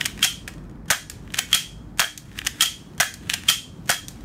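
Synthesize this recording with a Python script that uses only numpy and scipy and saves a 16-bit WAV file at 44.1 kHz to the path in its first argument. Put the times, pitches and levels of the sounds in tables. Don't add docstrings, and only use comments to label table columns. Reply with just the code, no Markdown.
import sys
import numpy as np
from scipy import signal
from scipy.fft import rfft, irfft, next_fast_len
from scipy.io import wavfile
from scipy.ndimage import map_coordinates

SR = 44100
rng = np.random.default_rng(int(sys.argv[2]) if len(sys.argv) > 2 else 0)


def invert_db(level):
    return 10 ** (np.asarray(level, dtype=float) / 20)


def store_pcm(level_fs):
    pcm = np.round(np.clip(level_fs, -1, 1) * 32767).astype(np.int16)
    wavfile.write(sys.argv[1], SR, np.atleast_2d(pcm).T)


N = 187067


def unit(x):
    return x / np.sqrt(np.mean(x ** 2) + 1e-20)


def along(points, hz):
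    f, v = np.transpose(points)
    return np.interp(np.log(hz + 1), np.log(f + 1), v)


def filtered(x, response):
    m = next_fast_len(N + SR // 2)
    return irfft(rfft(x, m) * response(np.fft.rfftfreq(m, 1 / SR)), m)[..., :N]


def noise(spectrum):
    return unit(filtered(rng.standard_normal(N), lambda hz: invert_db(along(spectrum, hz))))


def wobble(rate):
    knots = rng.standard_normal(int(N * rate / SR) + 4)
    return map_coordinates(knots, [np.arange(N) * rate / SR])


# hz, density_db
AIR_SPECTRUM = [(35, -27), (60, -2.5), (163, -0.5), (299, -9), (471, -19), (729, -23.5), (852, -24.5),
                (1200, -26.5), (1750, -31), (1890, -34.5), (2500, -42), (3250, -79.5), (5500, -120)]
# hz, density_db
HISS_SPECTRUM = [(1200, -5), (2500, -4), (5000, -6.5), (9000, -13), (13000, -15.5)]
# at_s, level_db
DRONE_LEVEL = [(0.0, -51.5), (3.7, -61), (3.85, -52), (3.92, -56), (4.24, -48)]
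# at_s, level_db
HISS_LEVEL = [(0.3, -53), (0.666, -62), (0.88, -67), (1.7, -58.5), (1.97, -62.5), (2.8, -51), (2.97, -58.5),
              (3.7, -57), (4.24, -53.5)]


def ventilation():
    t = np.arange(N) / SR
    waver = invert_db(3 * wobble(12))
    fan = invert_db(-52.5) * waver * np.sin(2 * np.pi * 300 * t)
    drone_spectrum = [(20, -25.5), (40, -10), (51, 4.0), (60, -7.5), (80, -28), (200, -120)]
    drone = invert_db(np.interp(t, *np.transpose(DRONE_LEVEL)) + 11) * noise(drone_spectrum)
    hiss = invert_db(np.interp(t, *np.transpose(HISS_LEVEL)) - 4.0) * noise(HISS_SPECTRUM)
    rumble = invert_db(-39.5 + 2.13 * wobble(2.73)) * noise(AIR_SPECTRUM)
    return rumble + fan + drone + hiss


def slope(stop, db, db_per_s, until):
    t = np.arange(N) / SR
    between = (t - stop) * (until - t) > 0
    return invert_db(db - db_per_s * np.abs(t - stop)) * between


# hz, density_db
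RAIL_SPECTRUM = [(700, -16.5), (1700, 1), (2400, -4), (3200, -2.5), (4500, -10.5), (7000, -9), (11000, -16),
                 (16000, -24)]
# before_catch_db, after_catch_db, before_rear_db, after_rear_db, before_landing_db
RUB = [
    (-31.5, -16.5, -48, -29.5, -35.5),
    (-43.5, -25, -11, -38.5, -35),
    (-41, -30, -20, -53, -33.5),
    (-41, -21, -18, -27.5, -37.5),
]
LET_GO_DB = [-55.5, -47.5, -60, -74, -45]


def scrape():
    reach_s = 0.2
    surge_db, surge_s = 10.5, 0.0033
    level = np.zeros(N)
    for (catch, *_), (rear, *_), (home, *_), rub in zip(CATCH, REAR, HOME, RUB):
        to_catch, from_catch, to_rear, from_rear, to_home = rub
        level += slope(catch, to_catch, 147, catch - reach_s)
        level += slope(catch, from_catch, 894, rear)
        level += slope(rear, to_rear, 1101, catch)
        level += slope(rear, from_rear, 349.5, home)
        level += slope(home, to_home, 169, rear)
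        for stop, db in ((catch, to_catch), (home, to_home)):
            level += slope(stop, db + surge_db, surge_db / surge_s, stop - reach_s)
    for (reset, *_), db in zip(RESET, LET_GO_DB):
        level += slope(reset, db, 123, reset + reach_s)
    grain = invert_db(4 * wobble(300) + 3 * wobble(35))
    return invert_db(-7.5) * level * unit(noise(RAIL_SPECTRUM) * grain)


def played(times, steps, ring_db=None, heft_db=None):
    ring_db = ring_db or [0] * len(times)
    heft_db = heft_db or [0] * len(times)
    rows = []
    for (s, db, pace, hard_db, chatter_ms), ring, heft in zip(times, ring_db, heft_db):
        for ms, grip, frame, slide, crack in steps:
            part_db = (grip + db + heft, frame + db, slide + db + ring, crack + db + hard_db)
            rows.append((s + pace * ms / 1000, *part_db, chatter_ms))
    return rows


def small(times, step, chatter_ms=2.5):
    return played([(s, db, 1, hard_db, chatter_ms) for s, db, hard_db in times], step)


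def contacts(rows, rattle, rise):
    blows, force = np.zeros((4, N)), np.zeros((4, N + SR))
    t = np.arange(SR // 50) / SR
    for s, *part_db, ms in rows:
        size, at = invert_db(np.array(part_db)), round(s * SR)
        chatter = rng.standard_normal((4, len(t))) * invert_db(7.8 * rng.standard_normal(len(t)))
        chatter *= (1 - np.exp(-t / rise)) * np.exp(-t * 1000 / np.clip(ms, 0.2, 6))
        chatter /= np.linalg.norm(chatter, axis=1, keepdims=True)
        force[:, at:at + len(t)] += size[:, None] * chatter
        blows[:, at + int(rise * SR)] += size * rng.choice([-1, 1])
    share = np.clip(rattle, 0, 1)[:, None]
    return blows, np.sqrt(1 - share) * blows + np.sqrt(share) * force[:, :N]


def resonances(modes):
    area = sum(invert_db(db) * width for _, width, db in modes) * 2 * np.pi / SR

    def response(hz):
        total = 0
        for k, (centre, width, db) in enumerate(modes):
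            damping = 1j * hz * width
            total = total + (-1) ** k * invert_db(db) * damping / (centre * centre - hz * hz + damping)
        return total / area
    return response


# hz, width_hz, level_db
GRIP = [(644, 141, -9), (748, 67, -1.5), (1220, 596, -8)]
# hz, width_hz, level_db
CRACK = [(4150, 1890, -3), (5920, 1190, 3.5), (6597, 1170, 3.5), (8980, 820, -3.5), (9680, 190, 0),
         (12140, 3400, -9.5), (15000, 810, -11)]
# hz, width_hz, level_db
BARREL = [(3087, 17, -2.5), (3276, 29, 5.5), (3356, 9.5, -6.5), (3095, 12, -6.5)]


def gun(force, frame_modes, slide_modes, barrel_db):
    grip, frame, slide, shell = force
    body = invert_db(15) * filtered(grip, resonances(GRIP))
    body += invert_db(13.0) * filtered(frame, resonances(frame_modes))
    body += invert_db(13.5) * filtered(slide, resonances(slide_modes))
    body += invert_db(18) * filtered(shell, resonances(CRACK))
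    return body + invert_db(barrel_db) * filtered(slide, resonances(BARREL))


def action(rows, rattle, parts, rise, barrel_db, room_db):
    blows, force = contacts(rows, rattle, rise)
    direct = gun(force, *parts, barrel_db)
    return np.array([direct, invert_db(room_db) * gun(blows, *parts, barrel_db)])


# hz, width_hz, level_db
FRAME_HELD = [(1714, 345, -1.5), (1914, 182, 3), (2490, 415, -3.5)]
# hz, width_hz, level_db
SLIDE_HELD = [(2940, 450, 1), (3390, 890, 1)]
# start_s, strength_db, pace, hardness_db, chatter_ms
CATCH = [
    (0.0112, 0, 0.96, -2, 0.6),
    (1.3431, -3, 1.73, -0.5, 0.88),
    (2.3891, -5.5, 1.1, -1, 1.6),
    (3.2986, -1.5, 1.54, 0.5, 1.3),
]
# offset_ms, grip_db, frame_db, slide_db, crack_db
CATCH_STEPS = [
    (-2.5, -57.5, -24, -45, -21),
    (0, -45, -14.5, -11.5, -13),
    (7.5, -56, -35.5, -43.5, -37),
]
# start_s, strength_db, pace, hardness_db, chatter_ms
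REAR = [
    (0.058, -0.67, 1.07, -0.92, 4.4),
    (1.3897, 1, 0.68, 0.89, 2.6),
    (2.47, 0.11, 1.05, -0.65, 2.7),
    (3.3391, -1, .98, -0.7, 2.4),
]
# offset_ms, grip_db, frame_db, slide_db, crack_db
REAR_STEPS = [
    (-4, -51.5, -22, -15, -17),
    (0, -32, -15.5, -11.5, -4.5),
]
GRIPPED_DB = [-2.5, 3, -1, 0]
# start_s, strength_db, hardness_db
CREAK = [(0.0435, -43, 18.5), (0.1768, -34, -1), (0.183, -42, -5.5), (0.1922, -30, 0), (1.2766, -38.5, -29),
         (1.3225, -49, 13), (1.356, -36, 8.5), (1.3725, -38, 16.5), (1.38, -38.5, 6.5), (2.2939, -49, -12),
         (2.3155, -39.5, -28), (2.3573, -39, -23), (2.3775, -33, -1), (2.4164, -26.5, -21),
         (2.4565, -39, 13), (3.2528, -48, -19), (3.272, -44, -13), (3.4359, -32, -1)]
# offset_ms, grip_db, frame_db, slide_db, crack_db
CREAK_STEP = [(0.0023, -17.5, 0.5, -15, 0.5)]
# start_s, strength_db, hardness_db
PING = [
    (1.3037, -31, -9),
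    (2.3373, -47, -5),
    (2.4491, -22, 1),
]
# offset_ms, grip_db, frame_db, slide_db, crack_db
PING_STEP = [(0.019, -19, -12.5, -3, -3)]


def slide_pulled():
    rows = played(CATCH, CATCH_STEPS) + played(REAR, REAR_STEPS, GRIPPED_DB)
    rows += small(CREAK, CREAK_STEP) + small(PING, PING_STEP)
    return action(rows, [0.76, 0.11, 0.32, 0.42], (FRAME_HELD, SLIDE_HELD),
                  rise=0.0002, barrel_db=-23.5, room_db=-13.0)


# hz, width_hz, level_db
FRAME_SLAM = [(1329, 110, -3.5), (1870, 320, -3.5), (2630, 180, -3.5)]
# hz, width_hz, level_db
SLIDE = [(2977, 460, -9.5), (3205, 105, 7), (3290, 163, 3.5), (3810, 890, -23.5)]
# start_s, strength_db, pace, hardness_db, chatter_ms
HOME = [
    (0.2272, 0.74, 0.77, -0.4, 7),
    (1.529, 0.5, 1.2, 0.32, 2.1),
    (2.6074, 1, 0.54, 1.5, 4.3),
    (3.4868, 0.39, 0.88, 0.95, 8),
]
# offset_ms, grip_db, frame_db, slide_db, crack_db
HOME_STEPS = [
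    (-12.5, -58, -42, -37, -28.5),
    (-8, -45.5, -52, -30, -37),
    (0, -46.5, -18, -5.5, -5.5),
]
# start_s, strength_db, pace, hardness_db, chatter_ms
LOCK = [
    (0.2439, -0.087, 1.03, -1.1, 4.4),
    (1.5466, 0.5, 1.05, 0.26, 2.1),
    (2.621, 0.82, 1.1, 0.41, 5),
    (3.4981, 0.31, 1.0, 0.61, 2.4),
]
# offset_ms, grip_db, frame_db, slide_db, crack_db
LOCK_STEPS = [
    (-4.5, -43.5, -23, -12.5, -10.5),
    (0, -30, -20.5, -36, -1.5),
    (4.5, -37, -21.5, -29, -9),
    (13.5, -55.5, -43.5, -36.5, -16),
    (28.5, -51.5, -40.5, -20, -32),
]
# start_s, strength_db, hardness_db
STRAY = [
    (0.2377, -20.5, 14),
    (2.6571, -16.5, 2.5),
    (3.4838, -13, 3),
    (3.49, -9.5, 3),
]
# offset_ms, grip_db, frame_db, slide_db, crack_db
STRAY_STEP = [(0, -28, -31.5, 0.5, 0.5)]


def slide_slams():
    rows = played(HOME, HOME_STEPS) + played(LOCK, LOCK_STEPS)
    rows += small(STRAY, STRAY_STEP, chatter_ms=11)
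    return action(rows, [1.0, 0.88, 0.08, 1.0], (FRAME_SLAM, SLIDE),
                  rise=0.0002, barrel_db=-7.0, room_db=-3.5)


# middle_s, level_db
THUMP = [
    (0.243, -29.5),
    (0.91, -21.5),
    (1.392, -37),
    (1.548, -29),
    (2, -26.5),
    (2.623, -30),
    (3.004, -24),
    (3.497, -27.5),
    (3.9, -22.5),
]


def recoil():
    push, t = np.zeros(N), np.arange(N) / SR
    for s, db in THUMP:
        u = (t - s) / 0.0019
        push += invert_db(db) * np.sin(1.7 * u) * np.exp(-u * u / 2)
    return push


# start_s, strength_db, pace, hardness_db, chatter_ms
RESET = [
    (0.4767, 10, 0.78, -18.5, 1.4),
    (1.098, 2.5, 1.0, -6, 2),
    (2.176, -6.5, 1.3, 1, 1.8),
    (3.139, -4, 0.95, -4, 3.3),
    (4.0822, -3.5, 1.36, -0.5, 1.9),
]
# offset_ms, grip_db, frame_db, slide_db, crack_db
RESET_STEPS = [
    (0, -48, -34.5, -56.5, -13.5),
    (4, -54, -44, -43, -25.5),
    (17.5, -50, -54.5, -59, -32.5),
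]
# start_s, strength_db, hardness_db
FIDGET = [(0.4812, -36.5, 11), (0.5245, -58, 4.5), (0.5365, -46.5, 9.5), (0.58, -51, 4), (0.638, -58, 6),
          (0.6508, -54, -2), (0.6953, -51, 3), (0.7111, -54, 1), (0.7559, -54, -9), (0.8566, -51, 4),
          (2.934, -47, -8), (2.9483, -56, 7), (3.8424, -63, 5), (3.8577, -55, 18), (3.8625, -53, 11),
          (3.879, -39, 9), (4.2074, -47, 5)]
# offset_ms, grip_db, frame_db, slide_db, crack_db
FIDGET_STEP = [(0, -5, 0.5, -4, 0.5)]


def trigger_and_fingers():
    rows = played(RESET, RESET_STEPS) + small(FIDGET, FIDGET_STEP)
    return action(rows, [0.68, 1.0, 1.0, 1.0], (FRAME_HELD, SLIDE_HELD),
                  rise=0.0005, barrel_db=-29.5, room_db=-7)


# hz, width_hz, level_db
FRAME = [(1250, 46, -11.5), (1485, 227, -5.5), (1686, 100, 1.5), (2220, 1130, -11)]
# start_s, strength_db, hardness_db
SEAR = [
    (0.88, -7, -4),
    (0.8831, -2, -0.5),
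    (0.895, -3, -21.5),
    (1.974, -2, 1),
    (1.985, 3.5, 5),
    (2.9793, 0, 1.5),
    (3.874, -4, 0),
    (3.8851, 1.5, -1),
]
# offset_ms, grip_db, frame_db, slide_db, crack_db
SEAR_STEPS = [(0.026, -45, -36, -40, -30.5)]
# start_s, strength_db, pace, hardness_db, chatter_ms
PISTON = [
    (0.902, 0.6, .9, 0.19, 8.4),
    (1.9945, 0.97, 1.05, -0.71, 0.73),
    (3.0004, 1, 1.0, -0.51, 3.1),
    (3.893, -0.92, 1.15, 1, 2.9),
]
# offset_ms, grip_db, frame_db, slide_db, crack_db
PISTON_STEPS = [
    (0, -38, -9, -34.5, -8),
    (2.3, -15, -10.5, -22, -8.5),
    (4.5, -20.5, -13.5, -17, -6),
    (8, -21.5, -32.5, -17.5, -3.5),
    (12, -29.5, -13.5, -18, -19),
]
# start_s, strength_db, pace, hardness_db, chatter_ms
BOUNCE = [
    (0.922, 0.021, .92, -0.5, 2.5),
    (2.016, 0.18, 0.99, -4, 0.59),
    (3.02, 0.5, 1.02, 0.5, 1.6),
    (3.9141, -2.3, 1.08, 21.5, 1.8),
]
# offset_ms, grip_db, frame_db, slide_db, crack_db
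BOUNCE_STEPS = [
    (0, -22.5, -13, -12.5, -28.5),
    (9.88, -27.5, -15, -21.5, -41.5),
    (26, -36, -22.5, -15, -39.5),
]
RING_DB = [-7, -4, -6, -2]
HEFT_DB = [-1.5, -2, -5, -0.5]


def shots():
    rows = small(SEAR, SEAR_STEPS, chatter_ms=7.2)
    rows += played(PISTON, PISTON_STEPS, RING_DB, HEFT_DB) + played(BOUNCE, BOUNCE_STEPS, RING_DB)
    return action(rows, [0.62, 0.42, 1.0, 0.56], (FRAME, SLIDE),
                  rise=0.0002, barrel_db=-20.5, room_db=-4)


# hz, t60_s
WALLS = [(300, 0.19), (1000, 0.19), (2500, 0.29), (5000, 0.32), (9000, 0.3), (15000, 0.19)]
# hz, level_db
WALL_COLOUR = [(300, 3.5), (1000, -2.2), (1700, -1.3), (3200, -1), (6000, -2.5), (10000, -3.5), (15000, 2)]


def room(x):
    wet, step = np.zeros(N + 2 * SR), int(0.2 * SR)
    for start in range(0, N, step):
        hz, t, z = signal.stft(rng.standard_normal(3 * SR // 4), SR, nperseg=256)
        t60 = along(WALLS, hz)[:, None]
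        late = invert_db(-28.0 - 60 * t / (2.82 * t60))
        tail = signal.istft(z * (invert_db(-60 * t / t60) + late), SR, nperseg=256)[1]
        tail *= 1 - np.exp(-np.arange(len(tail)) / (0.0012 * SR))
        piece = signal.fftconvolve(x[start:start + step], tail / np.linalg.norm(tail))
        wet[start:start + len(piece)] += piece
    return filtered(wet[:N], lambda hz: invert_db(along(WALL_COLOUR, hz)))


def ducking(x, depth_db, release):
    t = np.arange(SR) / SR
    memory = np.exp(-t / release) / (release * SR)
    loudness = np.abs(signal.fftconvolve(x ** 2, memory)[:N])
    return invert_db(-depth_db * loudness / (loudness + invert_db(-55.5)))


def scene():
    handling = slide_pulled() + slide_slams() + shots() + trigger_and_fingers()
    near, outward = handling + scrape()
    air = ducking(near, depth_db=10, release=0.075) * ventilation()
    return (near + recoil() + room(outward) + air)[None]


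def low_pass(x):
    return signal.sosfilt(signal.butter(12, 16810, fs=SR, output="sos"), x)


def record(dry):
    cut = filtered(dry, lambda hz: 1j * hz / (30 + 1j * hz))
    held = cut / (1 + np.abs(cut / 0.76) ** 6) ** (1 / 6)
    edge = [(15700, 0), (16000, -24), (16700, -30), (17000, -70)]  # hz, level_db
    mix = filtered(held, lambda hz: invert_db(along(edge, hz)))
    return low_pass(mix)


dry = scene()
out = record(dry)
store_pcm(out)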